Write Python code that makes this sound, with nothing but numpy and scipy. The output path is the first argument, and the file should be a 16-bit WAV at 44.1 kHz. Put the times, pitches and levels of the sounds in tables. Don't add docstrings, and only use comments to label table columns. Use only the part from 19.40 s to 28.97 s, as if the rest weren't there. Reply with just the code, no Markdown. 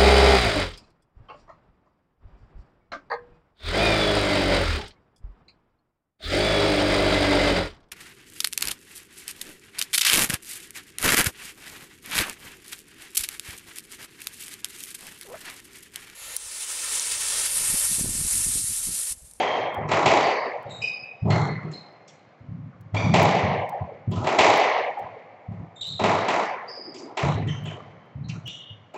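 import sys
import numpy as np
from scipy import signal
from scipy.fft import rfft, irfft, next_fast_len
from scipy.io import wavfile
from scipy.ndimage import uniform_filter1d

SR = 44100
rng = np.random.default_rng(int(sys.argv[2]) if len(sys.argv) > 2 else 0)


def boost_factor(decibels):
    exponent = np.asarray(decibels, float) / 20
    return 10 ** exponent


def master(y):
    cut = np.clip(np.atleast_2d(y).T, -1, 1)
    pcm = np.round(cut * 32767)
    wavfile.write(sys.argv[1], SR, pcm.astype(np.int16))


N = 422037
LEAD = SR // 2


def at_hz(points, hz):
    table_hz, values = np.array(points).T
    return np.interp(np.log(hz + 1e-9), np.log(table_hz), values)


def coloured(x, points):
    size = next_fast_len(len(x))
    gain = boost_factor(at_hz(points, np.fft.rfftfreq(size, 1 / SR)))
    return irfft(rfft(x, size) * gain, size)[:len(x)]


def click(points):
    log_spectrum = np.log(boost_factor(at_hz(points, np.fft.rfftfreq(2048, 1 / SR))))
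    cepstrum = irfft(log_spectrum)
    cepstrum[1:1024] *= 2
    cepstrum[1025:] = 0
    return irfft(np.exp(rfft(cepstrum)))[:1024]


def silent_tracks():
    return np.zeros((2, N + LEAD))


def add(tracks, start_s, burst, ring_db):
    i = LEAD + round(start_s * SR)
    part = burst[:tracks.shape[1] - i]
    tracks[:, i:i + len(part)] += part * boost_factor(np.array([[0], [ring_db]]))


# pitch_hz [Hz], density_db [dB per Hz]
AIR = [(35, -52), (60, -30.5), (102, -5.5), (273, -8), (411, -14.5), (536, -8.5), (825, -15), (1490, -10),
       (2290, -23), (8000, -45.5), (10400, -97.5), (17600, -120)]


def building_air():
    air = coloured(rng.standard_normal(N), AIR)
    return boost_factor(-41.5) * air / air.std()


# pitch_hz [Hz], t60_s [s]
COURT_RING = [(80, 0.11), (160, 1.72), (320, 2.1), (600, 3.57), (850, 2.45), (1350, 2.36), (2000, 2.81),
              (2900, 1.63), (4500, 1.64), (7000, 0.69)]
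# delay_s [s], level_db [dB]
WALL_ECHOES = [(.003, 3.5), (.011, -5.5), (.019, -5), (.036, -17), (.057, -2.5), (.061, -6), (.078, -1.5),
               (0.115, -3.5), (.15, -6), (.171, -8.5), (0.212, -9.5), (0.258, -15)]


def court(direct, feed):
    t = np.arange(2 * SR) / SR
    noise = rng.standard_normal((2, len(t)))
    lumps = rng.standard_normal((15, len(t)))
    ring = np.zeros(len(t))
    for k, hz in enumerate(60 * 2 ** np.arange(0, 7.4, .5)):
        band = signal.butter(2, [hz / 2 ** .25, hz * 2 ** .25], "band", fs=SR, output="sos")
        clumps_db = 40 * uniform_filter1d(lumps[k], size=500)
        decay_db = -60 * t / at_hz(COURT_RING, hz)
        ring += signal.sosfilt(band, noise[k % 2]) * boost_factor(clumps_db + decay_db)
    swell = 1 - np.exp(-t / 0.0018)
    ring = boost_factor(-23.5) * ring * swell
    for delay_s, level_db in WALL_ECHOES:
        ring[round(delay_s * SR)] += boost_factor(level_db)
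    return direct + signal.fftconvolve(feed, ring)[:len(feed)]


def glass(x):
    for lag in (23, 41, 67):
        pole = np.zeros(lag + 1)
        pole[[0, -1]] = 1, .5
        x = signal.lfilter(pole[::-1], pole, x)
    return x


# start_s [s], peak_db [dB], length_s [s], centre_hz [Hz]
BRUSHES = [
    (0.472, -44.5, 0.031, 5000),
    (2.675, -37, .028, 4400),
    (2.729, -48.5, .028, 4200),
    (3.543, -32.5, 0.055, 1500),
    (4.712, -35, 0.035, 3240),
    (7.578, -35, .03, 5080),
    (8.885, -34, 0.028, 5000),
    (8.893, -25, 0.021, 2300),
    (8.933, -51, 0.043, 5200),
    (9.037, -47, 0.022, 3300),
]


def brushes():
    tracks = silent_tracks()
    noises = rng.standard_normal((len(BRUSHES), 3000))
    for (start_s, peak_db, length_s, hz), noise in zip(BRUSHES, noises):
        band = signal.butter(2, [hz / 1.3, hz * 1.3], "band", fs=SR, output="sos")
        along = np.linspace(0, 1, round(length_s * SR))
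        puff = np.sin(np.pi * along ** 0.58)
        friction = signal.sosfilt(band, noise)[:len(along)]
        add(tracks, start_s, boost_factor(peak_db) * friction * puff, ring_db=-17)
    return tracks


# start_s [s], peak_db [dB], board_hz [Hz]
STEPS = [(1.247, -35, 139), (1.393, -40, 120), (2.232, -42.5, 122), (3.007, -34, 106), (3.08, -22.5, 138),
         (3.161, -34, 146), (3.211, -33, 118), (3.33, -35.5, 155), (3.405, -35.5, 126), (3.471, -40, 117.5),
         (4.544, -30.5, 102), (5.301, -38.5, 148), (5.615, -29, 107.7), (6.197, -28, 89.5),
         (6.385, -30, 136.5), (6.474, -32.5, 146), (6.935, -37, 205), (7.595, -51, 150.3),
         (8.222, -26.5, 132), (8.413, -25, 139), (8.535, -34.5, 164), (8.753, -23, 117), (8.821, -25, 170),
         (8.92, -29.5, 152.4), (9.06, -33.5, 156.5), (9.299, -33.5, 124)]
# start_s [s], peak_db [dB], board_hz [Hz], ring_db [dB]
LUNGES = [(.378, -21, 97.37, 2.5), (.651, -22, 142.3, -16.5), (1.821, -29.5, 106.3, 16.5),
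          (1.849, -22.5, 158.5, 4.5), (3.537, -15, 108.3, -5.5), (3.638, -18.5, 144.6, 8),
          (3.698, -21.5, 188, 8), (4.036, -15.5, 118.3, -3.5), (4.41, -21.5, 110.2, -11.5),
          (4.676, -16, 118, -2.5), (4.76, -18.5, 126.7, -9.5), (4.978, -22.5, 200.3, -1),
          (6.083, -23, 103.8, -5), (6.609, -21.5, 210.4, 2), (7.834, -12.5, 144, -2),
          (7.951, -14.5, 112, -0.5)]


def footfalls():
    tracks = silent_tracks()
    t = np.arange(8000) / SR
    boards = signal.butter(2, [75, 165], "band", fs=SR, output="sos")
    step_ring_db = -1.5
    feet = list(LUNGES) + [(*row, step_ring_db) for row in STEPS]
    noises = rng.standard_normal((len(feet), len(t)))
    for (start_s, peak_db, hz, ring_db), noise in zip(feet, noises):
        push = t / 0.0078 * np.exp(1 - t / 0.0065) * np.sin(2 * np.pi * hz * t)
        rumble = boost_factor(19) * signal.sosfilt(boards, noise * np.exp(-t / 0.049))
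        add(tracks, start_s, boost_factor(peak_db - 1.5) * (push + rumble), ring_db - 10)
    return tracks


# start_s [s], peak_db [dB], pitch_hz [Hz], length_s [s], octave_db [dB]
SQUEAKS = [(-.1, -22, 3175, 0.021, -20.5), (1.26, -43.5, 3727, .09, -22), (1.302, -34, 3830, 0.021, -6.5),
           (1.418, -19.5, 2462, 0.012, -7), (1.9, -26, 2084, .017, -4.5), (2.313, -40.5, 5190, 0.013, -27),
           (2.317, -38, 4134, 0.035, -26), (6.356, -38.5, 3700, 0.017, -11),
           (6.411, -17.5, 3714, 0.0044, -11.5), (7.353, -35, 4910, 0.047, -11),
           (7.859, -43, 3880, 0.021, -14), (8.081, -30.5, 3092, 0.013, -10),
           (8.254, -38, 3083, 0.018, -20.5), (9.054, -30, 2896, 0.014, -14.5)]
# start_s [s], peak_db [dB], pitch_hz [Hz], length_s [s]
SCUFFS = [(0.824, -34, 4650, 0.037), (3.559, -27, 2330, 0.023), (3.562, -34, 3540, 0.021),
          (3.565, -36.5, 4690, .019), (3.57, -39, 6020, 0.023), (4.709, -40.5, 3204, 0.016),
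          (4.713, -40.5, 1040, .03), (4.755, -36, 1350, 0.032), (6.441, -34, 4114, 0.07),
          (6.419, -40, 3050, .02), (1.413, -30.5, 2935, 0.0091), (1.412, -41.5, 5650, 0.011),
          (9.056, -36, 3260, 0.025), (7.277, -32, 4996, .027), (8.839, -42, 4170, 0.0077),
          (9.069, -40, 3590, 0.051)]


def squeaks():
    tracks = silent_tracks()
    grip_glide = -.03
    skid_octave_db, skid_glide = -19, .16
    soles = [(*row, grip_glide) for row in SQUEAKS]
    soles += [(*row, skid_octave_db, skid_glide) for row in SCUFFS]
    noises = rng.standard_normal((len(soles), 2, 6000))
    for (start_s, peak_db, hz, length_s, octave_db, glide), noise in zip(soles, noises):
        along = np.linspace(0, 1, max(round(length_s * SR), 64))
        waver = uniform_filter1d(noise[0], size=100)[:len(along)]
        pitch_hz = hz * (1 + glide * (along - .5) + .18 * waver)
        phase = 2 * np.pi * np.cumsum(pitch_hz) / SR
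        tone = np.sin(phase) + boost_factor(octave_db) * np.sin(2 * phase)
        tone += boost_factor(octave_db - 19.0) * np.sin(3 * phase)
        friction = boost_factor(-16.5) * np.diff(noise[1], prepend=0)[:len(along)]
        swell = np.sin(np.pi * along ** 0.62)
        add(tracks, start_s, boost_factor(peak_db - 7.0) * (tone + friction) * swell, ring_db=-1.35)
    return tracks


# start_s [s], strength_db [dB], hardness_db [dB], hollowness_db [dB]
BLOWS = [(-.22, -1.5, -1, 3.5), (.49, -16, -2.5, -3.5), (.516, -8, 0, -4.5), (.66, -2, 0.5, 5.5),
         (1.295, -29.5, 5.5, -1), (1.855, -14.5, -14.5, -1), (1.883, -16.5, -10, 2), (1.904, -20, 6, -8),
         (3.546, -17, -2, -2.5), (3.741, -1.5, -0.5, 4.5), (4.715, -17.5, -6.5, 1), (4.759, -24.5, 0.5, 1),
         (4.843, -18, -2, -7), (4.871, -9.5, -1, -1), (4.989, 1, 1.5, 3.5), (6.119, -26.5, -7.5, -8.5),
         (6.424, -36, 7, 8), (6.596, -10, -6.5, -0.5), (6.639, -9, 0.5, -4.5), (6.885, -11, 1.5, -3),
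         (7.599, -19.5, -16, -8), (7.773, -12.5, 1, -1.5), (8.073, -33, 10.5, -7.5),
         (8.255, -20.5, 0.5, -3.5), (8.886, -34, 6.5, -10.5), (8.954, -32, -18, -3), (9.541, -23, -2, -2)]
# start_s [s], thump_db
# [dB], crack_db [dB]
TICKS = [
    (2.231, -34, -53),
    (2.316, -56, -44),
    (2.68, -66, -46),
    (7.545, -32, -41.5),
    (9.076, -65.5, -45),
    (7.256, -43.5, -65),
    (7.39, -30.5, -67),
    (7.45, -40.5, -73),
    (7.64, -44, -68.5),
]
BALL_BANDS_HZ = [
    800,
    350,
    2200,
    6000,
]


def ball():
    tracks = silent_tracks()
    contacts = []
    for start_s, body_db, hard_db, hollow_db in BLOWS:
        thump_db = -22.5 + 0.73 * body_db
        slap_db = body_db - 18.5 + hard_db
        crack_db = body_db - 25.5 + 1.06 * hard_db
        ring_db = -1.02 - 0.0233 * body_db
        contacts.append((start_s, body_db, thump_db, slap_db, crack_db, ring_db, hollow_db))
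    for start_s, thump_db, crack_db in TICKS:
        contacts.append((start_s, -47.5, thump_db, crack_db + 4.5, crack_db, -5, 0))
    gap_hz = 1350
    for start_s, *levels_db, ring_db, hollow_db in contacts:
        pulse_db = np.add(levels_db, [24.53, 40.55, 32.87, 27.45])
        colour = sorted(zip(BALL_BANDS_HZ, pulse_db))
        gap_db = at_hz(colour, gap_hz) - hollow_db
        colour = sorted(colour + [(gap_hz, gap_db)])
        low_end = (120, colour[0][1] - 15)
        add(tracks, start_s, click([low_end] + colour), ring_db)
    return tracks


def scene():
    lead_in = round(.0025 * SR)
    direct, feed = brushes() + footfalls() + squeaks() + ball()
    inside = court(direct, feed)
    heard = glass(np.pad(inside, (0, lead_in)))[LEAD + lead_in:]
    return (heard + building_air())[None]


def squeeze(x, knee_db, share, release_db_s):
    level_db = 10 * np.log10(uniform_filter1d(x ** 2, size=256) + 1e-12)
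    over_db = np.maximum(level_db - knee_db, 0)
    creep_db = release_db_s * np.arange(N) / SR
    held_db = np.maximum.accumulate(over_db + creep_db) - creep_db
    return x * boost_factor(-np.clip(share, 0, .9) * uniform_filter1d(held_db, size=128))


# pitch_hz [Hz], gain_db [dB]
MICROPHONE = [(28, -13), (55, -13), (100, 0), (250, -1), (750, 2), (1100, 0), (1500, -8), (2150, 1),
              (3000, -2), (7200, -3), (8000, -11), (8500, -28), (8800, -60), (9300, -95)]


def microphone(x):
    return coloured(x, MICROPHONE)


def suppress(x, memory_s, margin_db, soft_db, depth_db, start_db, react_s, close_s):
    hop = 128
    hz, _, frames = signal.stft(x, SR, nperseg=1024, noverlap=1024 - hop)
    bark = 26.81 * hz / (1960 + hz) - .53
    band = np.maximum(bark, 0).astype(int)
    member = band == np.arange(band.max() + 1)[:, None]
    quick, slow, fade = np.exp(-hop / SR / np.array([react_s, memory_s, close_s]))
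    power = member @ np.abs(frames) ** 2
    power = signal.lfilter([1 - quick], [1, -quick], power, zi=quick * power[:, 4:5])[0]
    level = 10 * np.log10(power + 1e-14)
    noise_start = slow * (level[:, 4:5] + start_db)
    noise = signal.lfilter([1 - slow], [1, -slow], level, zi=noise_start)[0]
    shut = .5 - .5 * np.tanh((level - noise - margin_db) / soft_db)
    closing = signal.lfilter([1 - fade], [1, -fade], shut)
    shut = np.minimum(shut, closing)
    gain = uniform_filter1d(boost_factor(-depth_db * shut)[band], size=5, axis=0)
    return signal.istft(frames * gain, SR, nperseg=1024, noverlap=1024 - hop)[1][:N]


SLIPS = [-42, -54, -55, -62, -64, -73, -80, -53, -29, -39, -52, -34, -48, -80, -45, -61, -65, -80, -51, -74,
         -42, -58]


def buffer_slips():
    ticks = np.zeros(N + 400)
    first_s, block, blocks_per_slip = .345, 2048, 9.415
    for k, peak_db in enumerate(SLIPS):
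        i = round(first_s * SR) + block * int(k * blocks_per_slip + .6)
        ticks[[i, i + 193]] = boost_factor(peak_db + 11.5) * np.array([-1, 1])
    return ticks[:N]


def roll_off(x):
    return signal.sosfilt(signal.butter(12, 17180, fs=SR, output="sos"), x)


def record(dry):
    x = squeeze(dry[0], knee_db=-15.0, share=0.27, release_db_s=31.5)
    x = microphone(x)
    x = suppress(x, memory_s=0.77, margin_db=1.0, soft_db=2, depth_db=15,
                 start_db=-15.5, react_s=.015, close_s=.02)
    x = x / (1 + (x / .8) ** 4) ** .25
    mix = (x + buffer_slips())[None]
    return roll_off(mix)


dry = scene()
out = record(dry)
master(out)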